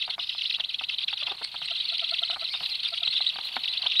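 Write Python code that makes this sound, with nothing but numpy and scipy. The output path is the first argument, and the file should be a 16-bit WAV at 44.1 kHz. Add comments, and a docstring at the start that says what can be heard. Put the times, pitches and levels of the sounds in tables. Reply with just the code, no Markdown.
"""Shrill, rapid chatter: stork chicks beg on a stick nest high in a quiet forest, jostling and flapping.
The nearest voice about ten syllables a second, each a steep falling chirp, a rasp and a rising chirp.
Others add a thin chorus, arched whistles, hisses, a whine and a squeal; short low honks fall between.
Feet, bills and wings knock the nest into ringing, feathers swish, twigs crunch and one snaps.
Trunks return a faint tail over soft forest air."""
import sys
import numpy as np
from scipy import signal
from scipy.fft import rfft, irfft
from scipy.io import wavfile

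SR = 44100
rng = np.random.default_rng(int(sys.argv[2]) if len(sys.argv) > 2 else 0)


def transcribe(signal):
    """Save signal, clipped to [-1, 1], as a 16-bit WAV file at the path in sys.argv[1]."""
    frames = np.atleast_2d(signal).T
    limited = np.clip(frames, -1, 1)
    pcm = np.round(limited * 32767).astype(np.int16)
    wavfile.write(sys.argv[1], SR, pcm)


N = 176400
T = np.arange(N) / SR

# Forest air spectrum. Each row: frequency in Hz, gain in dB.
AIR_EQ = [(20, -5), (60, -0.5), (160, 0), (240, -5.5), (480, -12), (750, -3.5), (1500, -5.5),
          (7000, -18.5), (11000, -15), (16000, -30)]
# Wing strokes. Each row: centre in seconds, width in seconds, level in dB.
SWISHES = [(2.4, 1.6, -66.5), (2.68, 0.053, -58), (3.455, 0.013, -61), (3.56, 0.12, -61.5)]
# Feather friction spectrum. Each row: frequency in Hz, gain in dB.
FEATHER_EQ = [(300, -13), (900, 12), (2000, -10), (5000, -3), (7000, -6), (9000, -3), (12000, -1),
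              (16000, -19)]
# Throat and bill response. Each row: frequency in Hz, gain in dB.
THROAT_EQ = [(500, -86), (900, -13.5), (1400, -6.5), (1750, -11.5), (2050, -4), (2350, -9.5), (2700, -2.5),
             (3400, -4), (4000, -1.5), (4450, -5.5), (5000, -11), (5600, -17), (7000, -49), (8400, -28),
             (10000, -22), (12500, -47), (15500, -47)]
# Envelope of the other chicks. Each row: time in seconds, relative level in dB.
CHORUS_ENVELOPE = [(0, -26), (.15, -50), (.168, -78), (.21, -36.5), (.45, -32.5), (.66, -38), (.87, -43),
                   (1.02, -38), (1.06, -53), (1.12, -44), (1.29, -34), (1.37, -43), (1.6, -36), (1.85, -29),
                   (2.32, -34.5), (2.375, -52), (2.43, -32), (2.52, -44), (2.65, -29), (2.915, -33.5),
                   (3.1, -32), (3.38, -34), (3.58, -33), (4, -31)]
# Near whistles. Each row: start in seconds, length in seconds, top pitch in Hz, relative level in dB.
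WHISTLES = [(0.004, 0.012, 3950, -28.5), (0.099, 0.012, 4290, -27), (0.47, 0.008, 3910, -26),
            (0.523, 0.012, 4100, -28), (1.202, 0.019, 3520, -28), (1.295, 0.021, 3690, -28),
            (2.249, 0.013, 4350, -26), (2.285, 0.035, 4150, -30), (2.407, 0.027, 4100, -35),
            (2.448, 0.009, 4080, -22.5), (2.539, 0.021, 3760, -24), (2.665, 0.011, 4000, -34),
            (2.708, 0.029, 4140, -29), (3.049, 0.016, 4110, -26.5), (3.104, 0.018, 4270, -27.5),
            (3.152, 0.037, 3885, -23), (3.209, 0.013, 4034, -20), (3.266, 0.029, 3940, -22.5),
            (3.442, 0.037, 4250, -34), (3.693, 0.025, 4020, -29), (3.773, 0.022, 3900, -32),
            (3.893, 0.02, 3805, -30), (3.964, 0.04, 4000, -21.5)]
# Chatter. Each row: fall and rise centres in seconds, then relative fall, rise and rasp levels in dB.
SYLLABLES = [(0.023, 0.045, -25.5, -33, -36), (0.105, 0.151, -30, -40, -30.5),
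             (0.199, 0.243, -27, -27.5, -33.5), (0.297, 0.331, -24.5, -30.5, -35.5),
             (0.386, 0.414, -24, -35, -59), (0.416, 0.459, -22, -21, -39),
             (0.505, 0.547, -20.5, -22.5, -41), (0.531, 0.56, -46, -25, -51),
             (0.605, 0.646, -22, -22, -58.5), (0.699, 0.745, -24.5, -22, -42),
             (0.792, 0.843, -25, -23, -35.5), (0.893, 0.944, -20.5, -27, -30),
             (0.987, 1.039, -23.5, -23.5, -31), (1.083, 1.135, -22, -24, -31.5),
             (1.177, 1.235, -25, -22.5, -31.5), (1.268, 1.324, -23.5, -37, -33),
             (1.384, 1.432, -33.5, -32, -41), (1.532, 1.566, -38, -29.5, -46),
             (1.625, 1.657, -23.5, -52, -31), (1.681, 1.713, -25, -20, -33.5),
             (1.757, 1.807, -26.5, -22, -34), (1.856, 1.903, -27, -25.5, -58),
             (1.949, 1.998, -22.5, -22, -60), (2.047, 2.096, -24, -25, -34.5),
             (2.142, 2.191, -20, -21, -44), (2.236, 2.282, -21.5, -29.5, -38),
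             (2.309, 2.347, -24, -28, -32), (2.397, 2.443, -45, -31.5, -33), (2.463, 2.492, -38, -27, -40),
             (2.539, 2.582, -24, -53, -32), (2.632, 2.641, -32, -52, -23.5), (2.752, 2.794, -29, -33, -52),
             (2.832, 2.89, -36, -39, -27), (2.943, 2.983, -25.5, -23, -43), (3.036, 3.079, -21, -20, -36),
             (3.128, 3.15, -27, -44, -25.5), (3.165, 3.192, -18.5, -35, -30),
             (3.224, 3.268, -27.5, -21.5, -37), (3.298, 3.337, -24, -28, -53),
             (3.429, 3.492, -33, -34, -35.5), (3.523, 3.563, -34, -30.5, -59),
             (3.641, 3.684, -21, -21.5, -36), (3.733, 3.775, -22.5, -20.5, -30.5),
             (3.825, 3.868, -23.5, -17, -46), (3.889, 3.906, -28, -20.5, -52),
             (3.918, 3.962, -21.5, -20, -30.5), (3.992, 4.001, -41, -13, -23.5)]
# Blows on the nest, often paired. Each row: start in seconds, relative level in dB.
KNOCKS = [(.078, -34), (.089, -36.5), (0.102, -41.5), (.18, -32), (0.189, -35), (0.348, -39),
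          (0.8103, -34.5), (.818, -43), (1.128, -35), (1.139, -46), (1.272, -36), (1.282, -35.5),
          (1.543, -38), (1.549, -36.5), (1.616, -37), (2.298, -34.5), (2.36, -35), (2.366, -34.5),
          (2.539, -33.5), (2.549, -37.5), (2.606, -37.5), (3.072, -37.5), (3.205, -33), (3.358, -32.5),
          (3.386, -31.5), (3.566, -22.5), (3.859, -31.5), (3.868, -36)]
# Nest resonances. Each row: frequency in Hz, relative level in dB, T60 in seconds.
NEST_MODES = [(290, -20.5, 0.025), (734, -3, 0.036), (957, 0, 0.02), (1280, -2.5, 0.03), (1497, -2, 0.019),
              (2330, 0, 0.013)]
# Spectrum of twigs giving way. Each row: frequency in Hz, gain in dB.
TWIG_EQ = [(100, -11), (400, -12), (750, 2.5), (1500, -3.5), (2200, -2), (5000, -17), (7000, -37),
           (16000, -51)]
# Hissing cries. Each row: start in seconds, end in seconds, level in dB.
HISSES = [(0.188, 0.562, -48.5), (2.465, 2.68, -49.5)]
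# Hiss spectrum. Each row: frequency in Hz, gain in dB.
HISS_EQ = [(2500, -30.5), (5000, 7.5), (5700, -12), (7000, -36), (10500, -21.5), (16000, -39)]
# Dragging feet. Each row: centre in seconds, width in seconds, level in dB.
SCUFFLES = [(.6, 0.013, -43), (1.31, 0.051, -47.5), (2.62, 0.011, -45), (3.5, 0.2, -55.5),
            (3.84, 0.02, -43.5)]
# Honks and grunts. Each row: centre in seconds, pitch in Hz, relative level in dB.
HONKS = [(1.227, 553, -47), (1.32, 436, -41), (1.42, 427, -42.5), (1.717, 686, -45.5), (1.928, 685, -47),
         (2.028, 676, -43), (2.126, 680, -41), (2.228, 664, -42), (2.308, 656, -45.5), (2.332, 684, -43.5),
         (2.427, 662, -43), (2.931, 671, -43.5), (3.028, 679, -45.5)]
# Honk harmonic weighting. Each row: frequency in Hz, gain in dB.
HONK_EQ = [(400, -3), (700, 2.5), (1000, 5), (1350, 0.5), (1700, -2), (2800, -14)]
# Whine partial weighting. Each row: frequency in Hz, gain in dB.
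WHINE_EQ = [(2150, 5.5), (4300, 0.5), (8500, -14)]
# Footfalls. Each row: start in seconds, pitch in Hz, level in dB.
FOOTFALLS = [(1.619, 150, -55.5), (2.608, 153, -53.5), (3.076, 150, -55), (3.567, 250, -47.5)]
# Squeal contour. Each row: time in seconds, second partial in Hz.
SQUEAL_PITCH = [(2.5, 4120), (2.526, 4860), (2.535, 4240)]


def from_db(db):
    """Decibels to gain."""
    return 10 ** (np.asarray(db) / 20)


def unit_rms(x):
    """Scale to unit power."""
    return x / np.sqrt(np.mean(x ** 2) + 1e-20)


def db_at(eq, hz):
    """Interpolate a response over log frequency."""
    freqs_hz, db = np.transpose(eq)
    return np.interp(np.log(np.maximum(hz, 1)), np.log(freqs_hz), db)


def colour(x, eq):
    """Minimum-phase filter via the folded cepstrum."""
    size = 2 * N
    gain = from_db(db_at(eq, np.arange(N + 1) * SR / size))
    cepstrum = irfft(np.log(gain))
    cepstrum[1:N] *= 2
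    cepstrum[N + 1:] = 0
    return irfft(rfft(x, size) * np.exp(rfft(cepstrum)))[:N]


def noise(eq):
    """Coloured noise, unit RMS."""
    return unit_rms(colour(rng.standard_normal(N), eq))


def drift(rate_hz):
    """Smooth random motion, unit RMS."""
    pole = np.exp(-2 * np.pi * rate_hz / SR)
    return unit_rms(signal.lfilter([1], [1, -2 * pole, pole * pole], rng.standard_normal(N + SR))[SR:])


def grainy_noise(eq, grain_db, grain_hz):
    """Coloured noise with flickering level, unit RMS."""
    return unit_rms(noise(eq) * from_db(grain_db * drift(grain_hz)))


def near(start_s, end_s, margin_s=0.04):
    """Samples around an event."""
    return slice(max(0, int((start_s - margin_s) * SR)), int((end_s + margin_s) * SR))


def gate(t, start_s, end_s, edge_s):
    """Soft attack, hold, soft release."""
    return (1 + np.tanh((t - start_s) / edge_s)) * (1 + np.tanh((end_s - t) / edge_s)) / 4


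def swells(rows):
    """Sum of Gaussian envelopes."""
    return sum(from_db(db) * np.exp(-0.5 * ((T - at_s) / width_s) ** 2) for at_s, width_s, db in rows)


def feathers():
    """Wings brush past each other in grainy swishes."""
    return swells(SWISHES) * grainy_noise(FEATHER_EQ, grain_db=4, grain_hz=250)


def voice(hz, under_db=-18, over_db=-6.5):
    """Chick voice: main partial, an octave above and, on high notes, an octave below."""
    phase = 2 * np.pi * (np.cumsum(hz) / SR + rng.random())
    under = from_db(under_db) * np.clip((hz - 3600) / 600, 0, 1)
    return np.sqrt(2) * (np.sin(phase) + under * np.sin(phase / 2) + from_db(over_db) * np.sin(2 * phase))


def chirps(rows, jitter_hz, rough_db, mid_hz=3407, scatter_hz=170.2, swing_hz=919.3, width_s=0.0058):
    """Steep buzzing glides through the throat, each reflected off a close body; negative glide_s falls."""
    out = np.zeros(N)
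    wobble_hz = jitter_hz * drift(289)
    rough = from_db(rough_db * np.tanh(drift(168)))
    buzz_hz = 610.4 * (1 + 0.26 * drift(60.03))
    buzz = 1 + 0.65 * np.sin(2 * np.pi * np.cumsum(buzz_hz) / SR)   # adds side tones
    for at_s, db, glide_s in rows:
        span = near(at_s, at_s)
        t = T[span] - at_s
        centre_hz = mid_hz + scatter_hz * (2 * rng.random() - 1)
        glide_s *= 2 ** rng.uniform(-0.521, 0.509)
        hz = centre_hz + swing_hz * np.tanh(t / glide_s) + wobble_hz[span]
        envelope = gate(t, -0.008, 1, edge_s=0.00094) / np.cosh(t / width_s) ** 1.66
        note = from_db(db) * envelope * voice(hz)
        bounce_s = 0.001509 * (1 + rng.normal() / 20)
        out[span] += note + from_db(-8) * np.interp(t - bounce_s, t, note)
    return colour(out * unit_rms(rough * buzz), THROAT_EQ)


def whistles(rows, jitter_hz, rough_db, arch_hz=330):
    """Notes that rise, hold and drop; level offsets the throat gain at the top pitch."""
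    out = np.zeros(N)
    wobble_hz = jitter_hz * drift(164)
    for start_s, length_s, top_hz, db in rows:
        end_s = start_s + length_s
        span = near(start_s, end_s)
        droop = np.minimum(np.abs(2 * (T[span] - start_s) / length_s - 1), 2) ** 2.5
        envelope = from_db(db - db_at(THROAT_EQ, top_hz)) * gate(T[span], start_s, end_s, edge_s=0.0027)
        out[span] += envelope * voice(top_hz - arch_hz * droop + wobble_hz[span])
    rough = unit_rms(from_db(rough_db * drift(214)))
    return colour(out * rough, THROAT_EQ)


def rasp(flutter_db, hiss_db=-6, leap_hz=800):
    """Broken voice: two randomly leaping pitches plus hiss, through the throat."""
    voices = np.zeros(N)
    for centre_hz in (3150, 3950):
        leaping = voice(centre_hz + leap_hz * np.tanh(drift(100)))
        voices += leaping * from_db(flutter_db * np.tanh(drift(93)))
    hiss = from_db(hiss_db) * rng.standard_normal(N)
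    return unit_rms(colour(unit_rms(voices) + hiss, THROAT_EQ))


def chorus(chirps_per_s=35, squeaks_per_s=40, squeak_s=(0.0053, 0.01406), squeak_hz=(3952, 4740)):
    """Other chicks: random chirps, mostly falling, and high squeaks over a rasp."""
    draws = rng.random((int(chirps_per_s * N / SR), 3))
    rows = [((k + offset) / chirps_per_s, 10 * strength, 0.01 if direction < 0.35 else -0.007975)
            for k, (offset, strength, direction) in enumerate(draws)]
    calls = unit_rms(chirps(rows, jitter_hz=135, rough_db=2.5))
    draws = rng.random((int(squeaks_per_s * N / SR), 3))
    rows = [((k + offset) / squeaks_per_s, np.interp(length, (0, 1), squeak_s),
             np.interp(height, (0, 1), squeak_hz), -8 * height)
            for k, (offset, length, height) in enumerate(draws)]
    squeaks = unit_rms(whistles(rows, jitter_hz=148.5, rough_db=5))
    voices = from_db(-7.5) * calls + from_db(-6) * squeaks + from_db(-9) * rasp(flutter_db=-0.5)
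    return from_db(np.interp(T, *np.transpose(CHORUS_ENVELOPE))) * voices


def chatter(fall_glide_s=-0.007975, rise_glide_s=0.01):
    """Nearest chicks: each syllable falls, rasps and rises."""
    falls, rises, effort = [], [], np.zeros(N)
    for fall_s, rise_s, fall_db, rise_db, rasp_db in SYLLABLES:
        falls.append((fall_s, fall_db, fall_glide_s))
        rises.append((rise_s, rise_db, rise_glide_s))
        span = near(fall_s, rise_s)
        effort[span] += from_db(rasp_db) * gate(T[span], fall_s - 0.002, rise_s + 0.0014, edge_s=0.0024)
    glides = chirps(falls + rises, jitter_hz=109.7, rough_db=5)
    return from_db(0.5) * glides + from_db(-3) * effort * rasp(flutter_db=9)


def knocks(contact_s=0.00025, crunch_s=0.0076, mode_spread=0.038):
    """Soft blows ring the nest and crunch twigs; each lands on other sticks, shifting the modes."""
    out, crush = np.zeros(N), np.zeros(N)
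    for start_s, db in KNOCKS:
        span = near(start_s, start_s + crunch_s)
        t = np.maximum(T[span] - start_s, 0)
        push = from_db(db) * (1 - np.exp(-t / contact_s))
        crush[span] += push * np.exp(-t / crunch_s)
        for k, (hz, mode_db, t60_s) in enumerate(NEST_MODES):
            hz *= 1 + mode_spread * rng.normal()
            ring = np.sin(2 * np.pi * hz * t) * from_db(-60 * t / t60_s)
            out[span] += (-1) ** k * push * from_db(mode_db + rng.normal(-1, 0.7)) * ring
    return out + from_db(-7.5) * crush * noise(TWIG_EQ)


def hisses():
    """Hoarse cries: gated noise peaking near 5 kHz."""
    envelope = sum(from_db(db) * gate(T, start_s, end_s, edge_s=0.0033) for start_s, end_s, db in HISSES)
    return envelope * grainy_noise(HISS_EQ, grain_db=2, grain_hz=110)


def scuffles():
    """Feet drag through twigs."""
    return swells(SCUFFLES) * grainy_noise(TWIG_EQ, grain_db=5, grain_hz=150)


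def honks(grunt_below_hz=600, sag_per_s=1.41):
    """Low voiced notes that sag as upper partials swell late; the lowest are short, hoarse grunts."""
    out, wobble = np.zeros(N), drift(440)
    rough = unit_rms(from_db(1.5 * drift(1100)))
    for at_s, hz, db in HONKS:
        span = near(at_s, at_s)
        t = T[span] - at_s
        if hz < grunt_below_hz:
            width_s, jitter, grain, lag_s = 0.0045, 0.155, rough[span], 0
        else:
            width_s, jitter, grain, lag_s = 0.0065, 0.051, 1, 0.004
        phase = 2 * np.pi * np.cumsum(hz * (1 - sag_per_s * t + jitter * wobble[span])) / SR
        for k in range(1, 5):
            swell = np.exp(-0.5 * ((t - lag_s * (k > 1)) / width_s) ** 2)
            out[span] += from_db(db + 1.5 + db_at(HONK_EQ, k * hz)) * swell * grain * np.sin(k * phase)
    return out


def whine(pitch_hz=4264, waver_hz=150.6, flicker_db=6, rough_db=4):
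    """Thin, hoarse held note that wavers, comes and goes."""
    note = voice(pitch_hz + waver_hz * (drift(9.2) + drift(297)))
    note *= from_db(flicker_db * drift(24) + rough_db * drift(500))
    envelope = from_db(-44) * gate(T, start_s=1.36, end_s=3.3, edge_s=0.0027)
    return envelope * unit_rms(colour(note, WHINE_EQ))


def footfalls(peak_s=0.0071):
    """A foot lands; the nest floor gives a few low swings."""
    out = np.zeros(N)
    for start_s, hz, db in FOOTFALLS:
        t = np.maximum(T - start_s, 0)
        out += from_db(db) * t / peak_s * np.exp(1 - t / peak_s) * np.sin(2 * np.pi * hz * t)
    return out


def squeal(jitter_hz=80):
    """Two-partial cry that climbs, drops and breaks off."""
    times_s, second_hz = np.transpose(SQUEAL_PITCH)
    phase = np.pi * np.cumsum(np.interp(T, times_s, second_hz) + jitter_hz * drift(220)) / SR
    note = from_db(-41.5) * np.sin(phase) + from_db(-35) * np.sin(2 * phase)
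    return gate(T, times_s[0], times_s[-1], edge_s=0.0027) * note


def twig_snap(start_s=3.451, decay_s=0.0034):
    """A dry twig breaks in one burst of white noise."""
    envelope = (T > start_s) * np.exp(-np.abs(T - start_s) / decay_s)
    return from_db(-44.5) * envelope * rng.standard_normal(N)


def trunk_reverb(x, wet_db=-28.5, t60_s=0.62):
    """Add a faint tail scattered by the trunks."""
    tail = rng.standard_normal(SR) * from_db(-60 * T[:SR] / t60_s)
    return x + from_db(wet_db) * signal.fftconvolve(x, tail / np.linalg.norm(tail))[:N]


def scene():
    """Calls and movement over forest air, mono."""
    air = from_db(-60.5) * noise(AIR_EQ)
    calls = chatter() + from_db(-1.5) * whistles(WHISTLES, jitter_hz=100, rough_db=3)
    calls += chorus() + whine() + hisses() + squeal() + honks()
    movement = knocks() + footfalls() + feathers() + scuffles() + twig_snap()
    return (trunk_reverb(calls + movement) + air)[None]


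def record(dry, cutoff_hz=15750):
    """Steep elliptic low-pass."""
    return signal.sosfilt(signal.ellip(10, 0.2, 80, cutoff_hz, fs=SR, output="sos"), dry)


dry = scene()
out = record(dry)
transcribe(out)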